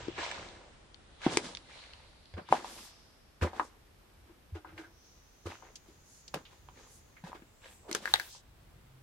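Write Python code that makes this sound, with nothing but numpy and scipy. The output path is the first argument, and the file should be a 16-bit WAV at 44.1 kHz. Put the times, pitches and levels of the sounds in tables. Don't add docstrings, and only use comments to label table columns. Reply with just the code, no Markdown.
import sys
import numpy as np
from scipy import signal
from scipy.fft import rfft, irfft
from scipy.io import wavfile
from scipy.ndimage import uniform_filter1d

SR = 44100
rng = np.random.default_rng(int(sys.argv[2]) if len(sys.argv) > 2 else 0)


def wav_record(signal):
    frames = np.transpose(np.atleast_2d(signal))
    bounded = np.clip(frames, -1, 1)
    quanta = np.round(bounded * 32767).astype(np.int16)
    wavfile.write(sys.argv[1], SR, quanta)


N = 397782
TIME = np.arange(N) / SR
# f/Hz, coherence/1
LIKENESS = [(60, 1), (250, 1), (600, 0.68), (1500, 0.47), (3500, 0.2), (8000, 0.045)]
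CRUMB_SPAN = 2.9


def undb(db):
    return 10 ** (np.asarray(db) / 20)


def unit(x):
    return x / np.sqrt(np.mean(x ** 2) + 1e-20)


def add(out, start_s, x):
    i = int(round(start_s * SR))
    a, b = max(i, 0), min(i + x.shape[-1], N)
    out[:, a:b] += x[..., a - i:b - i]


def band(x, low_hz, high_hz, order=2):
    for hz, kind in ((low_hz, "high"), (high_hz, "low")):
        sos = signal.butter(order, min(hz, SR / 2 - 1000), kind, fs=SR, output="sos")
        x = signal.sosfilt(sos, x)
    return x


def resonate(x, hz, width_hz):
    b, a = signal.iirpeak(min(hz, SR / 2 - 1000), hz / width_hz, fs=SR)
    return signal.lfilter(b, a, x)


def along(points, n):
    hz, value = np.transpose(points)
    bin_hz = np.arange(n // 2 + 1) * SR / n
    return np.interp(np.log(bin_hz + 1), np.log(hz), value)


def over_time(points):
    return np.interp(TIME, *np.transpose(points))


def spread(pair, likeness):
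    n = pair.shape[1]
    coherence = np.clip(along(likeness, n), 0, 1)
    mid, side = rfft(pair) * np.sqrt([(1 + coherence) / 2, (1 - coherence) / 2])
    return irfft(np.array([mid + side, mid - side]), n)


def walk(rate_hz, n=N):
    hold = int(SR / rate_hz)
    held = np.repeat(rng.standard_normal(n // hold + 1), hold)
    return unit(uniform_filter1d(held, hold)[:n])


def outside(s):
    enters_s, entering_s = 2.0, 1
    return np.clip(.5 - (s - enters_s) / entering_s, 0, 1)


def in_passage(s):
    narrowest_s, narrow_for_s = 3.6, 1.
    return np.exp(-((s - narrowest_s) / narrow_for_s) ** 2 / 2)


def ring(hz, cycles):
    turns = np.arange(int(10 * cycles / hz * SR)) * hz / SR
    envelope = turns / cycles * np.exp(1 - turns / cycles)
    return envelope * np.cos(2 * np.pi * (turns - cycles))


def footfalls(thud_cycles=1.1, rise_s=.007, decay_s=.028, crumb_below=3.1):
    # t/s, thud level/dB, thud f/Hz, lag of crunch top/s, crunch level/dB, crunch f/Hz,
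    # fine grit re crunch/dB
    step_table = [(0.18, -52, 72.6, .008, -37, 780, -19), (1.264, -32, 147, .012, -36.5, 320, -31),
                  (2.338, -37, 84.8, 0.044, -41, 520, -39), (3.417, -23.5, 81.8, 0.012, -29, 568, -15),
                  (4.523, -34.5, 83.5, 0.034, -50.5, 810, -12), (5.455, -37.5, 89.3, 0.013, -42, 562, -9.5),
                  (6.338, -44.5, 145.5, .014, -41, 475, -12), (7.237, -38.5, 171, .013, -52, 600, -8.5),
                  (7.892, -37, 373, 0.0019, -46.5, 514, -11.5)]
    thuds, crunches = np.zeros((2, N)), np.zeros((2, N))
    for s, thud_db, thud_hz, lag_s, db, hz, grit_db in step_table:
        add(thuds, s, undb(thud_db) * ring(thud_hz, thud_cycles))
        start_s, sound = crunch(s + lag_s, rise_s, decay_s, hz, crumb_below, grit_db)
        add(crunches, start_s, undb(db) * sound)
    return thuds, crunches


def scuffs(rise_share=.36):
    # t at the top/s, level/dB, decay/s, f/Hz, fine grit re scuff/dB
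    scuff_table = [(.01, -48.5, 0.13, 770, -5.5), (.24, -38.5, 0.13, 1390, -11.5),
                   (0.421, -52, 0.16, 560, -5.5), (1.26, -39, 0.073, 1460, -27),
                   (1.336, -38.5, 0.062, 393, -3.5), (1.46, -45, 0.065, 500, -1.5),
                   (1.77, -54.5, 0.2, 1380, -7.5), (2.54, -38.5, 0.061, 697, -8),
                   (2.68, -51, 0.095, 640, -1), (2.8, -57.5, .13, 1700, -0.5),
                   (3.571, -48.5, 0.07, 654, -10.5), (4.291, -60.5, 0.045, 515, -20.5),
                   (4.69, -58.5, .06, 850, -27), (4.795, -50, 0.044, 745, -10.5),
                   (5.515, -50, .05, 1120, -9), (5.661, -57.5, 0.071, 808, -26),
                   (5.89, -64.5, 0.057, 450, -2.5), (6.529, -62, 0.062, 810, -4),
                   (6.8, -57.5, .085, 755, -6), (7.279, -49.5, 0.034, 660, -9.5),
                   (7.355, -51.5, .025, 796, -13), (7.655, -53, .055, 1504, -29.5),
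                   (7.96, -43, .03, 315, -2.5), (8.03, -51, .03, 563, -3), (8.09, -48.5, 0.1, 1084, -2.5),
                   (8.2, -53, 0.058, 1500, 3.5)]
    out = np.zeros((2, N))
    for s, db, decay_s, hz, grit_db in scuff_table:
        start_s, sound = crunch(s, rise_share * decay_s, decay_s, hz, CRUMB_SPAN, grit_db)
        add(out, start_s, undb(db) * sound)
    return out


def crunch(s, rise_s, decay_s, hz, below, grit_db, sand_db=-8, fine_sand_db=8, crumb_db=-1,
           catch_db=3.5, catch_rate_hz=110):
    coarse_outside, coarse_inside = 0.35, 0.71
    typical_hz, typical_chip_db, chip_db_per_octave = 800, -14.5, 6.5

    t = np.arange(-int(3 * rise_s * SR), int(6 * decay_s * SR)) / SR
    n = len(t)
    load = np.where(t < 0, np.exp(-(t / rise_s) ** 2 / 2), np.exp(-np.abs(t) / decay_s))
    coarse = np.clip(coarse_inside + (coarse_outside - coarse_inside) * outside(s), 0, 1)
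    low_hz, high_hz = hz / below, hz * CRUMB_SPAN

    sand = unit(band(grains(n, rate_hz=3700, scatter_db=2.5), low_hz, high_hz))
    crumbs = crumble(n, low_hz, high_hz, rate_hz=150, scatter_db=5.5, sharpness=4.5)
    crumbs = unit(band(crumbs, low_hz / 1.7, 1.25 * high_hz, order=3))
    chips = crumble(n, low_hz=1500, high_hz=4230, rate_hz=55, scatter_db=7.0, sharpness=11)
    chips = unit(band(chips, low_hz=1200, high_hz=4220, order=6))
    grit = band(grains(n, rate_hz=3500, scatter_db=2.5), low_hz=2400, high_hz=6350)
    grit = unit(grit + undb(-7.5) * resonate(grit, hz=3620, width_hz=1100))

    catches = unit(undb(coarse * catch_db * walk(catch_rate_hz, n)))
    crumb_part = undb(crumb_db) * crumbs * catches
    sand_part = undb(sand_db + fine_sand_db * (1 - coarse)) * sand
    body = unit(crumb_part + sand_part)
    chip_db = typical_chip_db + chip_db_per_octave * np.log2(hz / typical_hz)
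    mix = body + undb(chip_db) * chips + undb(grit_db) * grit
    return s + t[0], load * spread(mix, LIKENESS)


def crumble(n, low_hz, high_hz, rate_hz, scatter_db, sharpness, count=7):
    steps = (np.arange(count) + rng.random(count)) / count
    total = 0
    for step in steps:
        hz = low_hz * (high_hz / low_hz) ** step
        crumbs = resonate(grains(n, rate_hz, scatter_db), hz, hz / sharpness)
        total = total + unit(crumbs) * undb(-3 * step)
    return total


def grains(n, rate_hz, scatter_db):
    size = undb(scatter_db * np.minimum(rng.exponential(size=(2, n)), 3.5))
    sign = rng.choice([-1, 1], (2, n))
    breaks = rng.random((2, n)) < rate_hz / SR
    return size * sign * breaks


def knocks(crack_s=.0006, chatter_s=0.0084, chatter_db=-20, lag_s_per_db=.00003, pinned_widening=3.8):
    # t/s, clack peak/dB, clack f/Hz, crack level/dB, left minus right/dB
    knock_table = [(.083, -25.5, 333.7, -44, 6), (0.314, -37, 1450, -36, -3), (1.2642, -13, 285, -47, 1),
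                   (1.2648, -18, 730, -54, 0), (1.3716, -17.5, 390, -16, .5), (2.3385, -47, 580, -51, 0),
                   (2.3766, -38.5, 362, -73, 3), (2.4885, -36.5, 920, -47, 2),
                   (2.5253, -3.5, 795, -35.5, 1.5), (2.645, -29, 860, -47, 1), (2.508, -37, 144, -70, 0.5),
                   (3.4135, -34, 1480, -44.5, -2), (3.418, -34, 151, -60, 3.5), (3.429, -27, 400, -50, -3),
                   (3.532, -35.5, 734, -57, 2.5), (3.5966, -15, 1026, -43.5, 2.5),
                   (3.599, -38, 270, -70, 0), (4.566, -43.5, 736, -56, 1), (4.647, -38.5, 950, -62, 2.5),
                   (4.779, -47, 1700, -48, -2.5), (4.8445, -51, 1562, -66, -1.5),
                   (5.4565, -38.5, 330, -59, -1), (5.503, -42, 810, -48, -1), (5.6241, -41.5, 950, -70, 4),
                   (5.886, -49, 270, -72, 2), (6.3404, -27.5, 1030, -37.5, -2),
                   (6.3436, -27.5, 640, -31, 4), (6.6872, -40, 960, -56, -2.5),
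                   (7.2395, -41, 750, -52.5, -1), (7.272, -38.5, 840, -60, -1), (7.3179, -38, 970, -55, 2),
                   (7.33, -32.5, 970, -71, -1), (7.421, -45.5, 244, -56.5, 1.5), (7.913, -34, 300, -32, 3),
                   (7.9488, -29, 434, -27.5, 2.5), (8.056, -18.5, 1670, -34, 3.5),
                   (8.076, -23, 1720, -49, 3), (8.1387, -6.5, 3840, -15.5, 5),
                   (8.1578, -27, 1930, -33.5, 10.5), (8.198, -28, 1610, -30, 3.5),
                   (8.349, -47, 940, -55, 1)]
    # f/Hz, width/Hz, relative level/dB
    brick_modes = [(860, 140, 4), (1650, 360, 12), (2700, 700, -1), (4200, 700, -2.5), (6300, 990, -11.5),
                   (10800, 2500, -13)]
    ring_s, min_cycles = 0.00058, 0.58
    firm_db, firm_wall_db, wall_fall = -30, -4, 0.23
    outside_wall_db, passage_wall_db = -3, 7.5
    soft_db, soft_hz, db_per_octave = -50, 4500, 9.5

    direct, to_walls = np.zeros((2, N)), np.zeros((2, N))
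    t = np.arange(2048) / SR
    grind = t / crack_s * np.exp(1 - t / crack_s)
    pressure = grind + undb(chatter_db) * np.exp(-t / chatter_s)
    for s, db, hz, crack_db, pan_db in knock_table:
        cycles = max(min_cycles, hz * ring_s)
        wall_db = firm_wall_db - wall_fall * (db - firm_db)
        wall_db += outside_wall_db * outside(s) + passage_wall_db * in_passage(s)
        contact = rng.standard_normal((2, len(t))) * pressure
        widening = 1 + pinned_widening * np.clip(2 * (1 - cycles), 0, 1)
        crack = 0
        for mode_hz, free_width_hz, mode_db in brick_modes:
            width_hz = min(free_width_hz * widening, mode_hz)
            mode = resonate(contact, mode_hz, width_hz) / np.sqrt(width_hz / free_width_hz)
            crack = crack + undb(mode_db) * mode
        edge_hz = soft_hz * 2 ** ((crack_db - soft_db) / db_per_octave)
        crack = spread(band(crack, 20, edge_hz), LIKENESS)
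        crack *= undb(crack_db) / np.sqrt(np.mean(crack[:, t < .0015] ** 2))
        clack = undb(db) * ring(hz, cycles)
        for ear, sign in zip(np.eye(2)[:, :, None], (1, -1)):
            gain = ear * undb(sign * pan_db / 2)
            arrival_s = s - sign * pan_db * lag_s_per_db / 2
            for part in (clack, crack):
                add(direct, arrival_s, gain * part)
                add(to_walls, arrival_s, gain * part * undb(wall_db))
    return direct, to_walls


def slides(span=1.45, edge_s=0.072):
    # start t/s, length/s, level/dB, centre f/Hz
    slide_table = [(.36, .38, -60, 557), (2.441, 0.096, -53.5, 2400), (2.618, 0.32, -58.5, 4730),
                   (2.637, 0.29, -57, 9500), (3.581, 0.13, -59.5, 6000), (6.03, .22, -65.5, 7500),
                   (6.852, .18, -61, 7440), (7.821, 0.15, -51, 540), (7.637, 0.18, -65, 8500),
                   (8.03, 0.32, -57, 12000), (8.252, 0.17, -53, 5200)]
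    out = np.zeros((2, N))
    for s, length_s, db, hz in slide_table:
        t = np.arange(int(length_s * SR)) / SR
        speed = np.clip(np.minimum(t, length_s - t) / edge_s, 0, 1)
        sand = grains(len(t), rate_hz=6400, scatter_db=1.5)
        sand = unit(band(sand, hz / span, hz * span, order=4))
        add(out, s, undb(db) * speed * spread(sand, LIKENESS))
    return out


def ticks(typical_hz=4000, typical_width_hz=2200, width_power=1.5):
    # t/s, level/dB, centre f/Hz, decay/s, left minus right/dB
    tick_table = [(0.3132, -32, 1870, 0.0011, 4), (.487, -40.5, 3400, .002, 3),
                  (.944, -43.5, 3760, 0.0018, 8), (1.55, -26, 4520, 0.00092, -4),
                  (1.571, -32.5, 3934, 0.0019, -2), (1.935, -36, 3040, 0.0012, 1),
                  (2.256, -49, 3930, 0.002, -5), (3.597, -29.5, 1610, 0.0044, -1),
                  (4.69, -54.5, 1480, .014, 2), (4.778, -43, 1970, .006, 3), (5.756, -42, 5860, 0.008, 2),
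                  (6.279, -43.5, 5270, 0.0058, 1), (6.452, -52.5, 3265, 0.023, 0.5),
                  (7.166, -54, 2000, 0.022, -2), (7.928, -26.5, 5600, .0022, 3),
                  (7.949, -27, 1560, 0.00523, 5.5), (7.949, -23.5, 6560, .0023, 4),
                  (8.139, -21.5, 870, 0.003, -1), (8.146, -38, 4700, .004, -5.5)]
    out = np.zeros((2, N))
    t = np.arange(4096) / SR
    for s, db, hz, decay_s, pan_db in tick_table:
        width_hz = typical_width_hz * (hz / typical_hz) ** width_power
        burst = resonate(rng.standard_normal((2, len(t))), hz, width_hz)
        burst = unit(spread(band(burst, hz / 3, 1.3 * hz, order=3), LIKENESS))
        side_db = db + np.array([[pan_db], [-pan_db]]) / 2
        add(out, s, burst * np.exp(-t / decay_s) * undb(side_db))
    return out


def echo(x, t60_s, gap_s, low_hz, high_hz):
    t = np.arange(int(t60_s * SR)) / SR
    fade = np.exp(-np.log(1000) * t / t60_s) * np.clip(t / gap_s - 1, 0, 1)
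    noise = spread(rng.standard_normal((2, len(t))), LIKENESS)
    response = band(noise * fade / np.sqrt(np.sum(fade ** 2)), low_hz, high_hz, order=1)
    return signal.fftconvolve(x, response, axes=1)[:, :N]


def standing_waves(x, mouth_s=4.7, mouth_for_s=0.43, gain_db=19.5):
    # f/Hz, width/Hz, level re gain_db/dB
    passage_modes = [(313, 40, -1), (1491, 140, -9)]
    nearness = np.exp(-((TIME - mouth_s) / mouth_for_s) ** 2 / 2)
    fed = x * nearness
    return sum(undb(db + gain_db) * resonate(fed, hz, width_hz) for hz, width_hz, db in passage_modes)


def hiss(core_hz=480, skirt_hz=1200, skirt_db=-4, skirt_ratio=.82):
    # t at the top/s, level/dB
    swell_table = [(.1, -55), (1.2, -65.5), (1.8, -57), (2.3, -71.5), (2.8, -59.5), (5.06, -65),
                   (5.55, -65.5), (6.149, -62.5), (6.85, -65.5), (7.7, -65.5)]
    # t/s, f/Hz
    centre_table = [(0, 3010), (2.2, 4230), (2.8, 5140), (4.5, 5370), (5.9, 6610), (7.2, 6590), (7.7, 7830)]
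    rise_s, fall_s, rest_db = 0.11, 0.22, -84.5
    phase = 2 * np.pi * np.cumsum(over_time(centre_table)) / SR
    noise = 0
    for half_width_hz, ratio, db in ((core_hz, 1, 0), (skirt_hz, skirt_ratio, skirt_db)):
        slow = unit(band(rng.standard_normal((2, 2, N)), 0.97, half_width_hz))
        carried = slow[0] * np.cos(ratio * phase) + slow[1] * np.sin(ratio * phase)
        noise = noise + undb(db) * carried
    level = undb(rest_db)
    for s, db in swell_table:
        away = np.maximum((s - TIME) / rise_s, (TIME - s) / fall_s)
        level = level + undb(db) * np.exp(-away)
    return unit(noise) * level


def hum(hz=131, end_db=-54, swell_db_per_s=50):
    phase = 2 * np.pi * np.cumsum(hz * (1 + 0.018 * walk(12))) / SR
    level_db = end_db - swell_db_per_s * (TIME[-1] - TIME) + 2 * walk(10)
    return np.sin(phase) * undb(level_db)


def air(air_db=-62, outside_air_db=3, walk_db=0.44, rumble_walk_db=4.5):
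    # f/Hz, relative density/dB
    air_spectrum = [(20, -19.5), (32, -4.5), (45, -2), (65, -2.5), (110, -11), (180, -13.5), (350, -15),
                    (700, -18), (1500, -21.5), (3500, -26.5), (7000, -33.5), (12000, -33.5), (16000, -35.5)]
    # f/Hz, coherence/1
    air_likeness = [(60, 0.94), (130, 0.61), (290, .55), (640, .15), (3000, 0.02)]
    # t/s, level/dB
    rumble_table = [(0, -63.5), (.43, -51), (.66, -73), (4.3, -70.5), (5.1, -68), (5.6, -73), (6.25, -64.5),
                    (6.9, -65), (7.15, -68), (9.02, -66.5)]
    noise = irfft(rfft(rng.standard_normal((2, N))) * undb(along(air_spectrum, N)), N)
    still_db = air_db + outside_air_db * outside(TIME) + walk_db * walk(6)
    still = unit(spread(noise, air_likeness)) * undb(still_db)
    rumble = rng.standard_normal(N) + undb(-13.5) * rng.standard_normal((2, N))
    rumble = unit(band(rumble, low_hz=46.3, high_hz=114.9, order=3))
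    return still + rumble * undb(over_time(rumble_table) + rumble_walk_db * walk(9.4))


def scene():
    clacks, to_walls = knocks()
    thuds, crunches = footfalls()
    rubble = crunches + scuffs() + slides() + ticks()
    steps = clacks + rubble + thuds
    near = echo(to_walls + undb(-10) * rubble, t60_s=0.1, gap_s=0.00082, low_hz=150, high_hz=7000)
    vault = echo(steps, t60_s=0.75, gap_s=0.023, low_hz=200, high_hz=4000)
    return steps + near + standing_waves(near) + undb(-32) * vault + hiss() + hum() + air()


def record(dry, ceiling=.88, top_hz=15900):
    # t/s, upper edge f/Hz
    treble_edge = [(0, 8300), (5.1, 15900), (9.02, 15900)]
    rounded = ceiling * np.tanh(dry / ceiling)
    hz, s, frames = signal.stft(rounded, SR, nperseg=256)
    edge_hz = np.interp(s, *np.transpose(treble_edge))
    cut_db = np.clip((hz[:, None] - edge_hz) / 25, 0, 28)
    opened = signal.istft(frames * undb(-cut_db), SR)[1][:, :N]
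    return signal.sosfilt(signal.ellip(8, .2, 70, top_hz, fs=SR, output="sos"), opened)


dry = scene()
out = record(dry)
wav_record(out)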